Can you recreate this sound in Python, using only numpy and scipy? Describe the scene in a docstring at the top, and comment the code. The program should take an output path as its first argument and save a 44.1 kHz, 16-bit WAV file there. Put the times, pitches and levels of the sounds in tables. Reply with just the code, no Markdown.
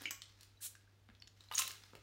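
"""Hands bump a glass bottle and a key-ring opener scrapes and clicks onto its crown cap, close to
the microphone in a small room. A little gas hisses past the seal and the crimp gives in dry snaps.
At 1.5 s the cap lifts with a short pop of the bottle neck: gas rushes out, cap and opener ring, and
the keys swing and clash. Mains hum and faint room noise lie underneath."""
import sys
import numpy as np
from scipy import signal
from scipy.fft import rfft, irfft
from scipy.io import wavfile
from scipy.ndimage import uniform_filter1d

SR = 44100
rng = np.random.default_rng(int(sys.argv[2]) if len(sys.argv) > 2 else 0)


def dump(signal):
    """Clip the signal to [-1, 1] and save it as 16-bit WAV at the path in sys.argv[1]."""
    limited = np.clip(np.atleast_2d(signal).T, -1, 1)
    pcm = np.round(limited * 32767).astype(np.int16)
    wavfile.write(sys.argv[1], SR, pcm)


N = 89478


def amp(db):
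    """Decibels to gain."""
    return 10 ** (np.asarray(db) / 20)


def unit(x):
    """Scales to rms 1."""
    return x / np.sqrt(np.mean(x ** 2) + 1e-20)


def decay(t, t60):
    """An exponential fall of 60 dB every t60 seconds."""
    return np.exp(-np.log(1000) * t / t60)


def read(points, hz):
    """Reads a table on a log-frequency axis."""
    f, value = np.transpose(points)
    return np.interp(np.log(hz + 1), np.log(f + 1), value)


def add(mix, s, sound):
    """Mixes a sound in at s seconds."""
    part = mix[max(round(s * SR), 0):][:len(sound)]
    part += sound[:len(part)]


def colour(x, spectrum):
    """Gives x a spectrum, at rms 1."""
    return unit(irfft(rfft(x) * amp(read(spectrum, np.fft.rfftfreq(N, 1 / SR))), N))


def crack(band_dbs, t60):
    """A noise burst in six bands; t60 holds at 3 kHz, and the treble dies slightly sooner."""
    # Edges of the six bands: (frequency [Hz])
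    edges = [180, 820, 1500, 3300, 5300, 8400, 16000]
    treble_damping, attack_s = 0.032, .0004
    t = np.arange(SR // 16) / SR
    out = np.zeros(len(t))
    for lo, hi, db in zip(edges, edges[1:], band_dbs):
        band_t60 = t60 * (3000 / np.sqrt(lo * hi)) ** treble_damping
        burst = rng.standard_normal(len(t)) * decay(t, band_t60) * (1 - np.exp(-t / attack_s))
        band = signal.sosfilt(signal.butter(2, [lo, hi], "band", fs=SR, output="sos"), burst)
        out += amp(db) * band / np.sqrt(np.sum(band ** 2) / (.005 * SR))  # level: energy over 5 ms
    return out


def ring(hz, db, t60, attack_s=0.00095):
    """One dying mode."""
    t = np.arange(SR // 2) / SR
    return amp(db) * decay(t, t60) * (1 - np.exp(-t / attack_s)) * np.sin(2 * np.pi * hz * t)


def contacts(rows, t60):
    """A series of hard contacts, each a crack of noise."""
    out = np.zeros(N)
    for s, *band_dbs in rows:
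        add(out, s, crack(band_dbs, t60))
    return out


def rings(rows, attack_s):
    """A series of knocks, each ringing a single mode."""
    out = np.zeros(N)
    for s, hz, db, t60 in rows:
        add(out, s, ring(hz, db, t60, attack_s))
    return out


def struck(blows, modes):
    """Every blow rings all the given modes."""
    out = np.zeros(N)
    for s, blow_db in blows:
        add(out, s, sum(ring(hz, blow_db + db, t60) for hz, db, t60 in modes))
    return out


def room_tone():
    """The place itself: faint low noise and mains hum."""
    # Room noise: (frequency [Hz], relative level [dB])
    spectrum = [(20, 1), (33, -0.5), (45, 6), (75, 3), (130, -5), (250, -6.5), (500, -11), (1000, -16.5),
                (3500, -20), (8000, -29.5), (16000, -33)]
    hum_hz, hum_db, noise_db = 99.6, -66, -72.5
    hum = amp(hum_db) * np.sin(2 * np.pi * (hum_hz * np.arange(N) / SR + rng.random()))
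    return hum + amp(noise_db) * colour(rng.standard_normal(N), spectrum)


def room(x):
    """Dense reflections off the nearby walls, each band dying at its own speed."""
    # Reverberation of the small room: (frequency [Hz], t60 [s])
    decay_times = [(150, 0.42), (1000, 0.33), (3000, 0.36), (6000, 0.33), (10000, 0.25), (16000, 0.23)]
    taps = rng.choice([-1., 1.], SR) * (rng.random(SR) < 1 / 8)
    hz, t, bands = signal.stft(taps, SR, nperseg=256)
    tail = signal.istft(bands * decay(t, read(decay_times, hz)[:, None]), SR, nperseg=256)[1]
    out = np.zeros(N)
    add(out, .004, signal.fftconvolve(x, tail / np.linalg.norm(tail)))  # 4 ms behind the direct sound
    return out


def hands():
    """Opener, keys and glass tick as they are handled, and the hands bump the bottle."""
    # Light contacts: (time [s], level in each of the six bands [dB])
    ticks = [(.019, -60.5, -88, -56, -72, -72, -53), (.055, -62.5, -74, -45.5, -52.5, -64, -85),
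             (.219, -78, -89, -56, -49.5, -53.5, -68), (.409, -86, -98, -76, -61, -61.5, -66.5),
             (.431, -84, -93, -70, -60.5, -63, -65), (.752, -77, -82, -64.5, -68, -68, -82),
             (1.088, -69, -66.5, -65.5, -100, -95, -99), (1.099, -69.5, -79, -65.5, -97, -92, -99),
             (1.15, -90, -92, -69.5, -69.5, -94, -87), (1.407, -76, -84, -67.5, -68, -69.5, -77),
             (1.438, -83, -85, -78, -66, -72, -83), (1.9335, -57, -63, -71, -86, -84, -95),
             (1.952, -57, -69, -58, -61, -67, -66.5)]
    # Soft bumps: (time [s], pitch [Hz], level [dB], t60 [s])
    bumps = [(.008, 276.7, -52, 0.14), (.05, 316, -48, 0.055), (1.088, 230, -46.5, 0.035),
             (1.099, 68, -57, 0.14), (1.952, 130, -56, 0.12), (1.96, 63, -61, 0.19)]
    return contacts(ticks, t60=0.013) + rings(bumps, attack_s=0.0064)


def key_rattle():
    """Many tiny contacts among the keys, bunched in clumps and following the movement of the hand."""
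    # Stirring of the key bunch: (time [s], level [dB])
    levels = [(0, -59), (0.051, -57), (.12, -88), (.3, -73), (.39, -74), (.425, -69.5), (.48, -74),
              (.55, -80.5), (.79, -80), (1, -85.5), (1.3, -83.5), (1.42, -74), (1.5, -71), (1.62, -58),
              (1.73, -61.5), (1.78, -66), (1.909, -70.5), (2.03, -78.5)]
    # Keys rubbing together: (frequency [Hz], relative level [dB])
    spectrum = [(200, -4.5), (700, -2.5), (1500, 3.5), (2800, 1.5), (4100, 3.5), (6500, -1), (9000, -12.5),
                (16000, -13.5)]
    contacts_per_s, spread_db, clump_db = 6000, 2.5, 3.5
    sizes = amp(spread_db * np.minimum(rng.exponential(1, N), 4))
    grains = sizes * rng.choice([-1, 1], N) * (rng.random(N) < contacts_per_s / SR)
    clumps = amp(clump_db * unit(uniform_filter1d(rng.standard_normal(N), size=256)))
    movement = amp(np.interp(np.arange(N) / SR, *np.transpose(levels)))
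    return colour(grains * clumps, spectrum) * movement


def opener_scrape():
    """The opener bites, then slides into place: metal-on-metal friction noise in a few resonances."""
    # Resonances of the scrape: (frequency [Hz], width [Hz], relative level [dB])
    modes = [(2250, 180, -5), (2952, 126, -2.5), (2730, 240, -3), (6400, 140, -18)]
    start_s, length_s, slide_db, bite_gain, bite_s = .055, 0.043, -48, 3, 0.0028
    t = np.arange(0, length_s, 1 / SR)
    friction, sound = rng.standard_normal(SR // 4), np.zeros(len(t))
    for hz, width, db in modes:
        b, a = signal.iirpeak(hz, hz / width, fs=SR)
        resonance = signal.lfilter(b, a, signal.lfilter(b, a, friction))
        sound += amp(db) * unit(resonance[-len(t):])
    bite = 1 + bite_gain * np.exp(-t / bite_s)
    out = np.zeros(N)
    add(out, start_s, amp(slide_db) * unit(sound) * signal.windows.tukey(len(t), .1) * bite)
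    return out


def opener_seat():
    """The opener drops onto the cap: a bright click, and the metal rings on."""
    # The landing: (time [s], level [dB])
    blows = [(0.1081, -46)]
    # Opener against cap: (frequency [Hz], relative level [dB], t60 [s])
    modes = [(1106, -7, 0.13), (2370, 0.5, 0.061), (2850, -10.5, 0.12), (5190, -12.5, .15),
             (7219, 1, 0.052), (7860, -4, 0.13), (7950, -9, 0.099)]
    # Contact noise: (frequency [Hz], relative level [dB])
    spectrum = [(200, -24), (800, -17.5), (1300, -3.5), (2300, 3), (4200, -9.5), (6000, 1), (8000, 0),
                (9300, -10.5), (10200, -33), (11500, -2), (14000, -2), (16000, -12)]
    t = np.arange(SR // 16) / SR
    click = amp(-33.5) * colour(rng.standard_normal(N), spectrum)[:len(t)] * decay(t, t60=0.026)
    out = struck(blows, modes)
    add(out, blows[0][0], click)
    return out


def crimp_snaps():
    """The crimp gives way under the lever in short dry snaps."""
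    # Snaps: (time [s], level in each of the six bands [dB])
    snaps = [(1.2212, -85, -71.5, -64, -59, -77, -79), (1.2229, -90, -88, -60.5, -61.5, -81, -84),
             (1.2735, -84, -89, -63.5, -62, -67, -83), (1.277, -84, -80, -65.5, -61.5, -66, -84)]
    return contacts(snaps, t60=0.0049)


def metal_clashes():
    """Cap, opener and keys clash after the pop; single pieces clink before and after it."""
    # Collisions: (time [s], level in each of the six bands [dB])
    clashes = [(1.523, -67.5, -57, -57, -51, -73, -55), (1.537, -65.5, -55, -54, -57, -68, -56),
               (1.545, -76, -57, -55, -57, -52, -48), (1.5763, -89, -53.5, -45.5, -50, -47, -66),
               (1.581, -74, -51, -42, -37, -47, -44), (1.589, -75, -51.5, -42.5, -39.5, -38, -40.5),
               (1.5935, -61, -51.5, -43.5, -52, -36, -40.5), (1.5978, -84, -54.5, -68, -52, -45, -40),
               (1.6032, -87, -58, -50, -53, -52, -43), (1.6195, -91, -54, -45.5, -40.5, -54, -54),
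               (1.6225, -74, -52.5, -48, -46, -52, -44.5), (1.677, -80, -71, -50, -48, -52, -44),
               (1.6802, -66, -61, -62, -60, -62, -53), (1.707, -70, -79, -50.5, -51, -60, -69),
               (1.715, -71, -71, -77, -66, -53, -53.5), (1.836, -75, -68, -63.5, -59, -68, -75)]
    # Single pieces ringing: (time [s], pitch [Hz], level [dB], t60 [s])
    clinks = [(.056, 2336, -32, 0.028), (.056, 2860, -37.5, 0.038), (.056, 6780, -45.5, 0.031),
              (.219, 5000, -54, 0.015), (.572, 3940, -62.5, 0.06), (.605, 1640, -59.5, 0.04),
              (.752, 1594, -52, 0.024), (.876, 1590, -59, 0.017), (1.2012, 5460, -45.5, 0.0059),
              (1.2222, 4420, -41.5, 0.015), (1.277, 6970, -58.5, 0.028), (1.407, 3900, -47, 0.014),
              (1.487, 4050, -49, 0.017), (1.537, 3830, -38, 0.026), (1.547, 8580, -39.5, 0.033),
              (1.5765, 2980, -37.5, 0.07), (1.589, 9300, -24, 0.01), (1.5935, 7286, -24.5, 0.012),
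              (1.604, 9430, -29.5, 0.014), (1.611, 2784, -33, 0.018), (1.6195, 2670, -25, 0.0088),
              (1.670, 3934, -38, 0.034)]
    return contacts(clashes, t60=.018) + rings(clinks, attack_s=0.00048)


def opener_ring():
    """Each blow rings the opener at a slightly different pitch as its grip on the cap shifts."""
    # Blows on the opener: (time [s], level [dB], pitch ratio)
    blows = [(1.552, -30, 1.01), (1.5606, -37.5, 1.025), (1.58, -25.5, .985)]
    # The opener's modes: (frequency [Hz], relative level [dB], t60 [s])
    modes = [(6420, 7, 0.016), (6680, 3.5, 0.025), (5740, 1.5, 0.013), (8670, -13, 0.062),
             (10200, -20, 0.028)]
    out = np.zeros(N)
    for s, blow_db, ratio in blows:
        out += struck([(s, blow_db)], [(hz * ratio, db, t60) for hz, db, t60 in modes])
    return out


def cap_ring():
    """The freed cap is struck once and rings."""
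    # Blow on the cap: (time [s], level [dB])
    blows = [(1.5925, -41.5)]
    # The cap's modes: (frequency [Hz], relative level [dB], t60 [s])
    modes = [(1060, 1, 0.17), (1316, 5, 0.053), (1660, -13, 0.039), (2753, -14, .26), (3910, -1.5, 0.23),
             (4899, -28, 0.19), (5560, -8, 0.12), (6605, -18, 0.094)]
    return struck(blows, modes)


def jet(spectrum, start_s, rise_s, hold_s, t60, db):
    """A smooth jet of gas swells, holds and dies away."""
    t = np.arange(N) / SR - start_s
    swell = np.sin(np.pi / 2 * np.clip(t / rise_s, 0, 1)) ** 2
    fade = decay(np.maximum(t - rise_s - hold_s, 0), t60)
    return amp(db) * swell * fade * colour(rng.standard_normal(N), spectrum)


def gas():
    """A first leak past the seal, the rush when the cap lifts, and a last burst as it comes free."""
    # Gas slipping past the seal: (frequency [Hz], relative level [dB])
    leak = [(200, -25.5), (900, -21), (1500, -13.5), (2600, -10.5), (4000, -4), (5000, -7.5), (8300, 1),
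            (12000, -2.5), (13500, -6.5), (16000, -5.5)]
    # Gas leaving under the lifted cap: (frequency [Hz], relative level [dB])
    rush = [(200, -26), (700, -21), (1300, -20), (3000, 10.5), (4200, 8.5), (6500, 3), (9500, 6.5),
            (12000, -6), (16000, 5)]
    return (jet(leak, start_s=0.5995, rise_s=0.045, hold_s=0.024, t60=0.072, db=-44.5)
            + jet(rush, start_s=1.515, rise_s=0.041, hold_s=0.014, t60=0.65, db=-49)
            + jet(rush, start_s=1.584, rise_s=0.0043, hold_s=0.011, t60=0.095, db=-40))


def pop():
    """The seal lets go: a puff and a short pop of the bottle neck, with a longer ring near 1.2 kHz."""
    # The release: (time [s], level [dB])
    release = [(1.5131, -38.5)]
    # The pop and its longer ring, probably the room: (frequency [Hz], relative level [dB], t60 [s])
    modes = [(927, 5.5, 0.015), (1009, -0.5, 0.026), (1227, -5, 0.11), (1960, 5.5, 0.0069),
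             (2930, -7.5, 0.074), (3530, -10, 0.029)]
    # The puff: (level in each of the six bands [dB])
    puff = (-63.5, -51, -51.5, -64, -63, -63)
    out = struck(release, modes)
    add(out, release[0][0], crack(puff, t60=0.021))
    return out


def scene():
    """At the microphone: each source direct, its share of the reflections, and the room tone."""
    handling = hands() + key_rattle()
    opening = pop() + metal_clashes() + opener_ring() + cap_ring()
    # (sound, level sent to the room [dB])
    sources = [(handling, -3.5), (opening, -6.5), (gas(), -8),
               (opener_scrape(), -12), (opener_seat(), -4.5), (crimp_snaps(), -9)]
    direct = sum(sound for sound, _ in sources)
    reflections = room(sum(amp(db) * sound for sound, db in sources))
    return (direct + reflections + room_tone())[None]


def record(dry):
    """One microphone, rolling off below 36 Hz and band-limited at 15.9 kHz."""
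    thin = signal.sosfilt(signal.butter(4, 36, "high", fs=SR, output="sos"), dry)
    band_limit = signal.firwin(511, 15900, window=("kaiser", 8), fs=SR)
    return signal.oaconvolve(thin, band_limit[None], "same")


dry = scene()
out = record(dry)
dump(out)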